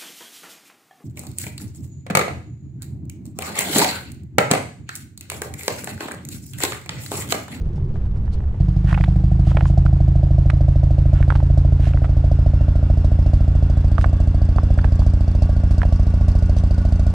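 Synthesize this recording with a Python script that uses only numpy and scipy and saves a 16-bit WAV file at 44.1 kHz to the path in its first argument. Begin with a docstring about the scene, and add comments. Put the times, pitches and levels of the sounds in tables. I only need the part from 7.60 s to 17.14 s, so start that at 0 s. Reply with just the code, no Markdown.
"""One second of road rumble in a car's cabin on a snowy night, then a cut to its tail as it idles.
The rotary engine's strong and weak exhaust pulses alternate, ring the exhaust system and leave by two
tailpipes with a putt, a hiss and a metallic tick. The engine bay whirrs and whines behind them.
A hand-held camera is carried slowly round the rear corner, with scuffs and clicks by its right side."""
import sys
import numpy as np
from scipy import signal
from scipy.fft import rfft, irfft, next_fast_len
from scipy.io import wavfile

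SR = 44100
rng = np.random.default_rng(int(sys.argv[2]) if len(sys.argv) > 2 else 0)


def bounce(signal):
    """Save signal as a 16-bit WAV file at the path given by the first command-line argument."""
    frames = np.transpose(np.atleast_2d(signal))
    limited = np.clip(frames, -1, 1)
    pcm = np.round(limited * 32767).astype(np.int16)
    wavfile.write(sys.argv[1], SR, pcm)


N = 420706
CUT_S = 1.0
TIME = np.arange(N) / SR
FFT_SIZE = next_fast_len(N + SR)
HZ = np.fft.rfftfreq(FFT_SIZE, 1 / SR)

# walk round the rear corner: time_s, progress_0_to_1
WALK = [(1.0, 0.02), (2.25, 0.18), (3.3, 0.42), (5.1, 0.73), (7.15, 0.8), (9.54, 0.96)]
# spectrum of rubbing and rattling: freq_hz, level_db
FRICTION_SPECTRUM = [(300, -35.5), (800, -5.5), (1600, -4), (3200, -2), (4500, -9), (10000, -17),
                     (11200, -33)]


def exhaust(times_s, gain_db=68.0, distance_db=-3.0, blowdown_s=0.0012, echo_s=0.003497):
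    """Blowdowns ring the pipes. Along the walk the far outlet lags more, the bumper shades upper modes."""
    # standing waves: freq_hz, width_hz, behind_db, corner_db, outlet_polarity
    pipe_modes = [(42.9, 7.7, -21, -20.5, -1), (79.74, 16.2, -22, -24.5, -1), (93.7, 17.5, -19.5, -21.5, 1),
                  (136.23, 11.9, -6, -5.5, 1), (177.3, 10.15, -8.5, -12.5, -1),
                  (223.9, 13.8, -27, -26.5, -1), (279.4, 15, -44.5, -35.5, -1),
                  (309.7, 23.7, -28.5, -33.5, -1)]
    blowdown = 1 / (1 + 2j * np.pi * HZ * blowdown_s) ** 3
    silencer = 1 + 0.531 * np.exp(-2j * np.pi * HZ * echo_s)  # internal reflection
    modes = sum(polarity * amp([[behind_db], [corner_db]]) * resonance(hz, width_hz)
                for hz, width_hz, behind_db, corner_db, polarity in pipe_modes)
    behind, corner = filtered(blowdowns(times_s), blowdown * silencer * modes)
    walk = curve(WALK)
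    near = behind + (corner - behind) * walk
    upper_db = 10 + 2.5 * distance() - 11 * walk
    near = near + (amp(upper_db) - 1) * filtered(near, highpass(260, order=12))
    far = delayed(near, lag_s=0.0019 + 0.0017 * walk)
    return amp(gain_db + distance_db * distance()) * (near + 0.8 * far)


def firings(first_s=1.0017, weak_phase=0.49, jitter_s=0.0001):
    """Firing times, one row a cycle: the strong pulse, then the weak one about halfway to the next."""
    # idle speed, rising a little and hunting: time_s, cycle_rate_hz
    idle = [(1.0, 12.344), (2.005, 13.094), (4.124, 13.576), (4.421, 13.438), (5.537, 13.888),
            (6.096, 13.631), (6.391, 14.027), (7.174, 13.858), (7.709, 14.038), (8.179, 13.878),
            (8.799, 14.089), (9.54, 13.897)]
    cycles = np.cumsum(curve(idle)) / SR
    cycles -= np.interp(first_s, TIME, cycles)
    firing_cycles = np.arange(int(cycles[-1]) + 1)[:, None] + [0, weak_phase]
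    times_s = np.interp(firing_cycles, cycles, TIME)
    return times_s + jitter_s * rng.standard_normal(times_s.shape)


def pulses(times_s, weak_db, spread_db, putt_accent=0, hiss_accent=0):
    """One impulse a firing; the weak firings vary twice as much in dB."""
    # firings that stand out: time_s, putt_db, hiss_db
    accents = [(1.32, 1, -1), (1.4, 1.5, -1), (1.48, 5.5, -1), (1.87, -0.5, 2.5), (2.18, 8, 3.5),
               (3.53, 2, 4), (3.98, 3, 6), (4.64, 1, -0.5), (4.72, 4.5, 1), (4.86, 3, 3.3), (5.3, 4.5, 3.2),
               (5.44, 3, 4.5), (5.66, 2.5, 3.5), (5.73, 4.5, 6.5), (6.6, 2, 4), (7.1, 3, 1), (7.39, 0, 4),
               (7.46, 1.5, 4.5), (7.82, 2.5, 6), (7.89, 3.5, -2), (8.11, -2.5, 6), (8.32, 2.5, 3),
               (8.68, -1, 4.5), (9.4, -3, 0.5)]
    accent_db = sum((putt_accent * putt_db + hiss_accent * hiss_db) * (abs(times_s - time_s) < 0.015)
                    for time_s, putt_db, hiss_db in accents)
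    scatter_db = spread_db * rng.uniform(-1.2, 1, times_s.shape) * [1, 2]
    heights = amp([0, weak_db] + accent_db + scatter_db)
    samples = np.round(times_s * SR).astype(int)
    return np.bincount(samples.ravel(), heights.ravel(), N)[:N] * (TIME < TIME[-100])


def blowdowns(times_s, weak_late_s=0.00059):
    """Gas volume drives the low modes, the steep front the upper ones; weak pulses carry less gas."""
    gas = pulses(times_s, weak_db=-5.0, spread_db=0.8, hiss_accent=0.28)
    fronts = pulses(times_s + [0, weak_late_s], weak_db=-5.5, spread_db=0.5, hiss_accent=0.33)
    return gas + filtered(fronts - gas, highpass(195, order=20))


def tailpipe_tips(times_s, level_db=-38.5, distance_db=-13.0, lead_s=0.0012, band_hz=(500, 825)):
    """Each pulse front rings the tips and returns once along the pipe: a putt, brighter from behind."""
    behind = 1 - passed(place=0.26, span=0.088)
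    tip_hz = 585 + 55 * behind
    train = pulses(times_s - lead_s, weak_db=-12.0, spread_db=2.0, putt_accent=0.98)
    churn = puffs(train, rise_s=0.0033, decay_s=0.0054) * rng.standard_normal(N)
    putt = ring(train, tip_hz, width_hz=250) + amp(-12) * ring(churn, tip_hz, width_hz=260)
    putt -= amp(-19.5 + 17 * behind) * ring(train, hz=np.full(N, 785), width_hz=115)
    putt += amp(-24) * delayed(putt, lag_s=0.021)
    band = 1 / (1 + (band_hz[0] / (HZ + 1)) ** 16 + (HZ / band_hz[1]) ** 16)
    outlet = resonance(hz=670, width_hz=420) * band
    in_line_db = 1.5 * (passed(place=0.23, span=0.04) - passed(place=0.48, span=0.06))  # first outlet
    return amp(level_db + distance_db * distance() + in_line_db) * unit(filtered(putt, outlet))


def gas_jet(times_s, level_db=-56.0, in_line_db=6.5):
    """Gas hisses out with every pulse, louder once the camera is in line with the near outlet."""
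    # outlet hiss: freq_hz, level_db
    hiss_spectrum = [(500, -16), (900, 11.5), (1500, -1.5), (2500, -4), (3800, -2), (4550, -6),
                     (5700, -4.5), (6800, -7.5), (7600, -10), (9000, -9), (10200, -12), (11000, -19.5),
                     (15000, -32)]
    # resonances rung by the hiss: freq_hz, width_hz, gain_db
    hiss_modes = [(4390, 270, -0.5), (4900, 280, 3.5), (7800, 480, -8)]
    train = pulses(times_s, weak_db=-10, spread_db=1.8, hiss_accent=1.0)
    flow = puffs(train, rise_s=0.001, decay_s=0.013) + 0.096 * puffs(train, rise_s=0.0018, decay_s=0.078)
    peaks = 1 + sum(amp(db) * abs(resonance(hz, width_hz)) ** 2 for hz, width_hz, db in hiss_modes)
    hiss = diffuse(amp(spectrum(hiss_spectrum)) * peaks)
    return amp(level_db + in_line_db * passed(place=0.88, span=0.069)) * unit(flow * hiss)


def metal_ticks(times_s, gain_db=-48.5, shade_db=-18.0, lags_s=(0.0006, 0.00025), mic_phase_rad=1.3):
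    """Thin exhaust metal ticks and bounces with every pulse, each time in a different mix of modes."""
    # thin metal: freq_hz, width_hz, level_db
    metal_modes = [(4560, 200, 6), (4810, 220, 1.5), (5360, 450, -2.5), (6150, 570, -5), (7700, 930, -6.5),
                   (9600, 1100, -16.5)]
    train = pulses(times_s + lags_s, weak_db=-4.0, spread_db=3.1, hiss_accent=0.57)
    train += amp(-7) * delayed(train, lag_s=0.0081)  # bounce
    chatter = puffs(train, rise_s=0.0005, decay_s=0.0013) * diffuse(np.ones(len(HZ)))
    strikes = unit(train) + 0.75 * unit(chatter)
    mic_phases = np.exp(1j * np.array([[0], [mic_phase_rad]]))
    out = np.zeros((2, N))
    for hz, width_hz, db in metal_modes:
        share = np.interp(TIME, times_s.ravel(), amp(db + rng.uniform(-5, 5, times_s.size)))
        out += filtered(strikes * share, resonance(hz, width_hz) ** 2 * mic_phases)
    shade = 1.5 - passed(place=0.75, span=0.029)
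    return amp(gain_db + shade_db * shade) * unit(out)


def silencer_shell(times_s, level_db=-54.5, walk_db=6.0, weak_late_s=0.0007, band_hz=390):
    """The firings keep the shell humming on the harmonics nearest its modes."""
    # low shell modes: freq_hz, width_hz, level_db
    shell_modes = [(365, 42, -1.5), (408.6, 21, 1)]
    modes = sum(amp(db) * resonance(hz, width_hz) for hz, width_hz, db in shell_modes)
    train = pulses(times_s + [0, weak_late_s], weak_db=-2.0, spread_db=0.5)
    band = 1 / (1 + ((HZ - band_hz) / 80) ** 8)
    return amp(level_db + walk_db * curve(WALK)) * unit(filtered(train, modes * band))


def engine_whirr(mid_band_db=-54.0, walk_db=4.0):
    """Steady machinery noise, louder as the side of the car comes into view."""
    # engine bay and churning gas: freq_hz, level_db
    whirr_spectrum = [(20, 12.5), (45, 15.5), (130, 20), (250, 9.5), (450, 5), (800, 2.5), (1100, -2),
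                      (1600, -5.5), (2200, -10), (3200, -14.5), (5200, -19.5), (10000, -30.5), (11000, -42),
                      (15500, -50)]
    noise = diffuse(amp(spectrum(whirr_spectrum)))
    mid_band = filtered(noise[0], (HZ > 1000) & (HZ < 3500))
    return amp(mid_band_db + walk_db * curve(WALK)) * panned(2.0) * noise / mid_band.std()


def engine_whines(waver_db=2.0):
    """Narrow fuzzy tones that waver, each clearest from one place on the walk."""
    # engine tones: pitch_hz, width_hz, level_db, loudest_s, sigma_s
    tones = [(1138, 26, -54.5, 8.4, 1.6), (1453, 68, -48.5, 10.9, 2.06), (1620, 50, -56.5, 7.4, 1.1),
             (1404, 260, -54.5, 5.6, 1.2), (2736, 120, -61.5, 10, 4.6), (2760, 60, -69.5, 5.6, 0.62),
             (3447, 52, -64.5, 6.8, 1.3), (5240, 35, -67.5, 5.4, 0.59), (5215, 40, -67, 7.8, 1.0),
             (5534, 55, -67.5, 8.3, 0.82), (6240, 130, -72, 8.7, 2)]
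    noise = diffuse(np.ones(len(HZ)))
    out = np.zeros((2, N))
    for hz, width_hz, db, loudest_s, sigma_s in tones:
        waver = amp(waver_db * wander(below_hz=5))
        tone = unit(waver * filtered(noise, resonance(hz, width_hz) ** 2))
        out += amp(db) * np.exp(-((TIME - loudest_s) / sigma_s) ** 2 / 2) * tone
    return out


def cabin_rumble(rumble_db=-20.5, boom_db=-27.0, crunch_boost_db=8.5, lump_db=1.5):
    """Tyres on snow and the engine boom through the body shell; the snow crunches in lumps."""
    # road rumble: freq_hz, level_db
    road_spectrum = [(20, 8.5), (42, 7.5), (75, 9.5), (130, -2), (210, -7.5), (280, -26), (370, -27.5),
                     (560, -36), (850, -41), (1300, -46.5), (2200, -54.5), (4400, -63.5), (9500, -72.5),
                     (13000, -101)]
    # sinking cabin boom: time_s, pitch_hz
    boom_pitch = [(.3, 138), (.7, 91.8)]
    rumble = amp(rumble_db) * unit(diffuse(amp(spectrum(road_spectrum))))
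    crunch = filtered(rumble, highpass(300, order=8))
    lumps = amp(crunch_boost_db + lump_db * wander(below_hz=22))
    boom = amp(boom_db) * ring(rng.standard_normal(N), curve(boom_pitch), width_hz=30)
    return (rumble + (lumps - 1) * crunch + boom) * panned(-0.72)


def tyre_drone(level_db=-42.0, pitch_hz=355, loudest_s=0.17, half_s=0.26):
    """A hollow tyre drone swells and dies in the cabin as the car slows."""
    tone = ring(rng.standard_normal(N), np.full(N, pitch_hz), width_hz=110)
    return amp(level_db) * np.exp(-((TIME - loudest_s) / half_s) ** 2) * tone


def trim_rattles(per_s, level_db, hz, width_hz, decay_s):
    """Loose trim ticks or knocks at random as the car shakes."""
    train = (rng.random(N) < per_s / SR) * amp(rng.uniform(-5, 5, N))
    envelope = puffs(train, rise_s=0.0003, decay_s=decay_s)
    noise = diffuse(resonance(hz, width_hz) ** 2 * amp(spectrum(FRICTION_SPECTRUM)))
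    return amp(level_db) * unit(envelope * noise)


def knocks_and_handling():
    """Dull knocks in the cabin, then camera clicks; brief squeaks and soft scuffs; mostly on the right."""
    # clicks and knocks: start_s, level_db, pan_db, ring_hz, tilt_db_per_oct, edge_hz
    clicks = [(0.18, -37, -4, 850, -14, 2000), (0.358, -30, 0, 875, -8, 2400),
              (0.679, -31.5, -6, 880, -9, 2400), (0.805, -30.5, -10, 850, -6, 2400),
              (0.841, -33, 0, 696, -8, 2200), (0.914, -35, -6, 680, -9, 2200),
              (0.944, -33, -10, 700, -7, 2200), (1.3287, -12.5, -4, 1540, 0, 2000),
              (1.3444, -17, -10, 1400, 2, 3200), (1.348, -19, -9, 2620, -1, 3300),
              (1.377, -15, -7, 800, -3, 2200), (1.383, -28, -5, 2600, 4, 3200),
              (1.387, -28, -8, 1500, -2, 2200), (1.411, -18.5, -8, 720, 1, 2700),
              (1.4399, -13, -8, 890, 1, 2500), (1.445, -26, -1, 3700, 7, 4500),
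              (1.916, -22.5, -7, 1300, -10, 2000), (1.971, -8, -5, 560, -3, 2900),
              (1.986, -26, -4, 746, -6, 2200), (2.009, -15, -7, 684, -3, 2700),
              (2.056, -16, -6, 1050, -3.5, 1900), (2.263, -19, -12, 1470, 0, 2000),
              (2.901, -11.5, -12, 1240, 1, 2500), (2.9037, -16, -8, 850, 5, 2000),
              (3.628, -19.5, -8, 1590, 1.5, 2300), (3.704, -9.5, -13, 1480, -1.5, 1850),
              (3.714, -27, -7, 1100, -3, 2800), (3.723, -15.5, -6, 1120, -9, 1900),
              (3.7545, -14, -9, 710, -2, 1900), (3.759, -23, -5, 1150, 5, 1900),
              (3.803, -23, -12, 900, -2, 1600), (4.256, -29, -6, 1700, 3, 4500),
              (4.336, -26, -10, 1500, 1, 3200), (4.374, -23.5, -6, 650, -3, 2000),
              (4.445, -20, -5, 740, -6, 2000), (6.382, -10.5, -12, 1180, -1.5, 1800),
              (6.413, -22, -14, 1390, 10, 2000), (6.4432, -9.5, -20, 1580, -3.5, 2000),
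              (6.445, -13.5, -6, 1070, -2.5, 1700), (6.985, -10.5, -12, 1150, -6, 1750),
              (7.189, -19, -13, 1480, -1, 2000), (7.194, -24, -11, 1500, 0, 2000),
              (7.24, -30, -18, 1700, 3, 2100), (7.2445, -12.5, -22, 1510, -3.5, 1900),
              (7.42, -22.5, -12, 930, -8, 1500), (8.218, -15, -12, 1700, -2, 1900),
              (8.232, -13, -10, 760, -2, 1900)]
    # high squeaks and rustles: centre_s, half_s, level_db, pan_db, ring_hz
    squeaks = [(.122, 0.02, -60, -1, 5500), (0.738, 0.015, -50.5, -5, 4250), (2.076, 0.023, -49, 3, 6950),
               (8.986, 0.018, -47, 6, 5860)]
    # sleeve or sole scuffs: centre_s, half_s, level_db, ring_hz, tilt_db_per_oct
    scuffs = [(1.304, 0.034, -36.5, 1700, -5.5), (1.311, 0.008, -33.5, 1700, -8.5),
              (1.402, 0.14, -52, 1500, 0), (1.895, 0.039, -44.5, 1210, -0.5), (2.001, 0.06, -50, 1940, -2),
              (3.579, 0.057, -44.5, 1420, -5.5), (3.743, 0.057, -48.5, 1390, -2.5),
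              (4.263, 0.052, -43, 1630, -1), (4.45, 0.011, -35, 1290, -9), (6.425, 0.02, -49, 1510, 6)]
    out = np.zeros((2, N))
    for start_s, db, pan_db, ring_hz, tilt_db_per_oct, edge_hz in clicks:
        add(out, start_s - 0.005, amp(db + 1) * panned(pan_db) * click(ring_hz, tilt_db_per_oct, edge_hz))
    for centre_s, half_s, db, pan_db, ring_hz in squeaks:
        squeak = rub(half_s, ring_hz, tilt_db_per_oct=6.0, ring_gain=2.1)
        add(out, centre_s - 1 / 6, amp(db) * panned(pan_db) * squeak)
    for centre_s, half_s, db, ring_hz, tilt_db_per_oct in scuffs:
        add(out, centre_s - 1 / 6, amp(db) * panned(-5) * rub(half_s, ring_hz, tilt_db_per_oct))
    return out


def click(ring_hz, tilt_db_per_oct, edge_hz, decay_s=0.0015, tail_s=0.019, rebound_s=0.0022, shelf_db=-10):
    """A dry click or knock, 5 ms in, and its rebound; a softer contact has a lower edge_hz."""
    # colour of a click or knock: freq_hz, level_db
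    click_spectrum = [(150, -30.5), (400, -7.5), (600, 1), (800, 4.5), (1100, 0.5), (1650, 3), (2250, 3),
                      (3000, -1.5), (4200, -9.5), (7000, -21.5), (10000, -21), (11500, -39.5)]
    t = TIME[:SR // 8] - 0.005
    age_s = np.maximum(t, 0)
    envelope = (t >= 0) * (np.exp(-age_s / decay_s) + 0.066 * np.exp(-age_s / tail_s))
    envelope += 0.4 * (t >= rebound_s) * np.exp(-abs(t - rebound_s) / decay_s)
    sound = burst(envelope, click_spectrum, tilt_db_per_oct, ring_hz, ring_gain=1.34, spread=0.6, snap=11)
    contact = 1 / (1 + (np.fft.rfftfreq(len(t), 1 / SR) / edge_hz) ** 12)
    sound = irfft(rfft(sound) * amp(shelf_db * (1 - contact)), len(t))
    return sound / abs(sound).max()


def rub(half_s, ring_hz, tilt_db_per_oct, ring_gain=1.6, grain_db=2.5):
    """A stroke that catches and slips as it swells and fades, centred in a third of a second."""
    t = TIME[:SR // 3] - 1 / 6
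    grain = amp(grain_db * np.repeat(rng.standard_normal(len(t)), 64)[:len(t)])
    friction = burst(grain, FRICTION_SPECTRUM, tilt_db_per_oct, ring_hz, ring_gain, spread=0.93)
    return unit(friction) * np.exp(-(t / half_s) ** 2)


def burst(envelope, colour, tilt_db_per_oct, ring_hz, ring_gain, spread, snap=0):
    """Coloured stereo noise burst; snap adds an impulse at its peak, spread unrelated noise per side."""
    hz = np.fft.rfftfreq(len(envelope), 1 / SR)
    noise = rng.standard_normal((3, len(envelope))) * envelope
    noise[0, np.argmax(envelope)] += snap
    gain = amp(spectrum(colour, hz) + tilt_db_per_oct * np.log2(np.clip(hz, 300, 5000) / 1500))
    peak = 1 + ring_gain / (1 + 1j * (hz - ring_hz) / 160)
    return irfft(rfft(noise[0] + spread * noise[1:]) * gain * peak, len(envelope))


def diffuse(response):
    """Coloured noise at both microphones, alike in the bass and mostly unrelated in the treble."""
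    # likeness of the two microphones: freq_hz, correlation
    coherence = [(20, 0.99), (250, 1), (600, 0.81), (1400, 0.23), (3000, 0.42), (15000, .2)]
    likeness = np.clip(spectrum(coherence), 0, 1)
    mid = filtered(rng.standard_normal(N), response * np.sqrt(1 + likeness))
    side = filtered(rng.standard_normal(N), response * np.sqrt(1 - likeness))
    return np.array([mid + side, mid - side])


def distance(settle_s=0.91):
    """1 where the camera starts, falling to 0 as it nears the bumper."""
    return np.exp(-np.maximum(TIME - CUT_S, 0) / settle_s)


def passed(place, span):
    """Smooth step from 0 to 1 as the walk passes a place."""
    return 0.5 + 0.5 * np.tanh((curve(WALK) - place) / span)


def puffs(train, rise_s, decay_s):
    """A rise and decay after each impulse."""
    t = TIME[:SR // 8]
    return signal.oaconvolve(train, (1 - np.exp(-t / rise_s)) * np.exp(-t / decay_s))[:N]


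def ring(x, hz, width_hz):
    """Steep resonance whose centre follows the curve hz; rms 1."""
    carrier = np.exp(2j * np.pi * np.cumsum(hz) / SR)
    pole = np.exp(-np.pi * width_hz / SR)
    baseband = signal.lfilter([1], np.poly([pole, pole]), x / carrier + 1e-18)
    return unit((carrier * baseband).real)


def resonance(hz, width_hz):
    """Response of one damped mode, gain 1 at its centre."""
    return 1j * HZ * width_hz / (hz ** 2 - HZ ** 2 + 1j * HZ * width_hz)


def highpass(hz, order):
    return 1 / (1 + (hz / (HZ + 1)) ** order)


def filtered(x, response):
    return irfft(rfft(x, FFT_SIZE) * response, FFT_SIZE)[..., :N]


def wander(below_hz):
    return unit(filtered(rng.standard_normal(N), HZ < below_hz))


def delayed(x, lag_s):
    return np.interp(TIME - lag_s, TIME, x)


def curve(rows):
    """A time table at every sample."""
    return np.interp(TIME, *np.transpose(rows))


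def spectrum(rows, hz=HZ):
    """A frequency table interpolated on a log axis."""
    row_hz, values = np.transpose(rows)
    return np.interp(np.log(hz + 1), np.log(row_hz + 1), values)


def panned(left_minus_right_db):
    gains = amp([[left_minus_right_db / 2], [-left_minus_right_db / 2]])
    return gains / gains.mean()


def add(mix, start_s, sound):
    part = mix[..., max(round(start_s * SR), 0):][..., :sound.shape[-1]]
    part += sound[..., :part.shape[-1]]


def amp(db):
    return 10 ** (np.asarray(db) / 20)


def unit(x):
    """Scales to rms 1."""
    return x / np.sqrt(np.mean(x ** 2) + 1e-20)


def scene(crossfade_s=0.01):
    """The cabin, then the idling car from behind."""
    times_s = firings()
    ticks = trim_rattles(per_s=24, level_db=-72, hz=5200, width_hz=3500, decay_s=0.003)
    knocks = trim_rattles(per_s=6, level_db=-73, hz=950, width_hz=2300, decay_s=0.0042)
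    outside = exhaust(times_s) * panned(-0.78) + tailpipe_tips(times_s) * panned(-0.8)
    outside += gas_jet(times_s) + metal_ticks(times_s)
    outside += engine_whirr() + engine_whines() + silencer_shell(times_s)
    inside = cabin_rumble() + tyre_drone() + ticks + knocks
    fade = np.clip((TIME - CUT_S) / crossfade_s + 1, 0, 1)
    return (1 - fade) * inside + fade * outside + knocks_and_handling()


def record(dry, knee=0.76, headroom=0.14, cutoff_hz=15800):
    """Soft peak limiter, then a low-pass."""
    over = np.maximum(abs(dry) - knee, 0)
    limited = dry - np.sign(dry) * (over - headroom * np.tanh(over / headroom))
    lowpass = signal.firwin(511, cutoff_hz, window=("kaiser", 9), fs=SR)
    return signal.oaconvolve(limited, lowpass[None], "same")


dry = scene()
out = record(dry)
bounce(out)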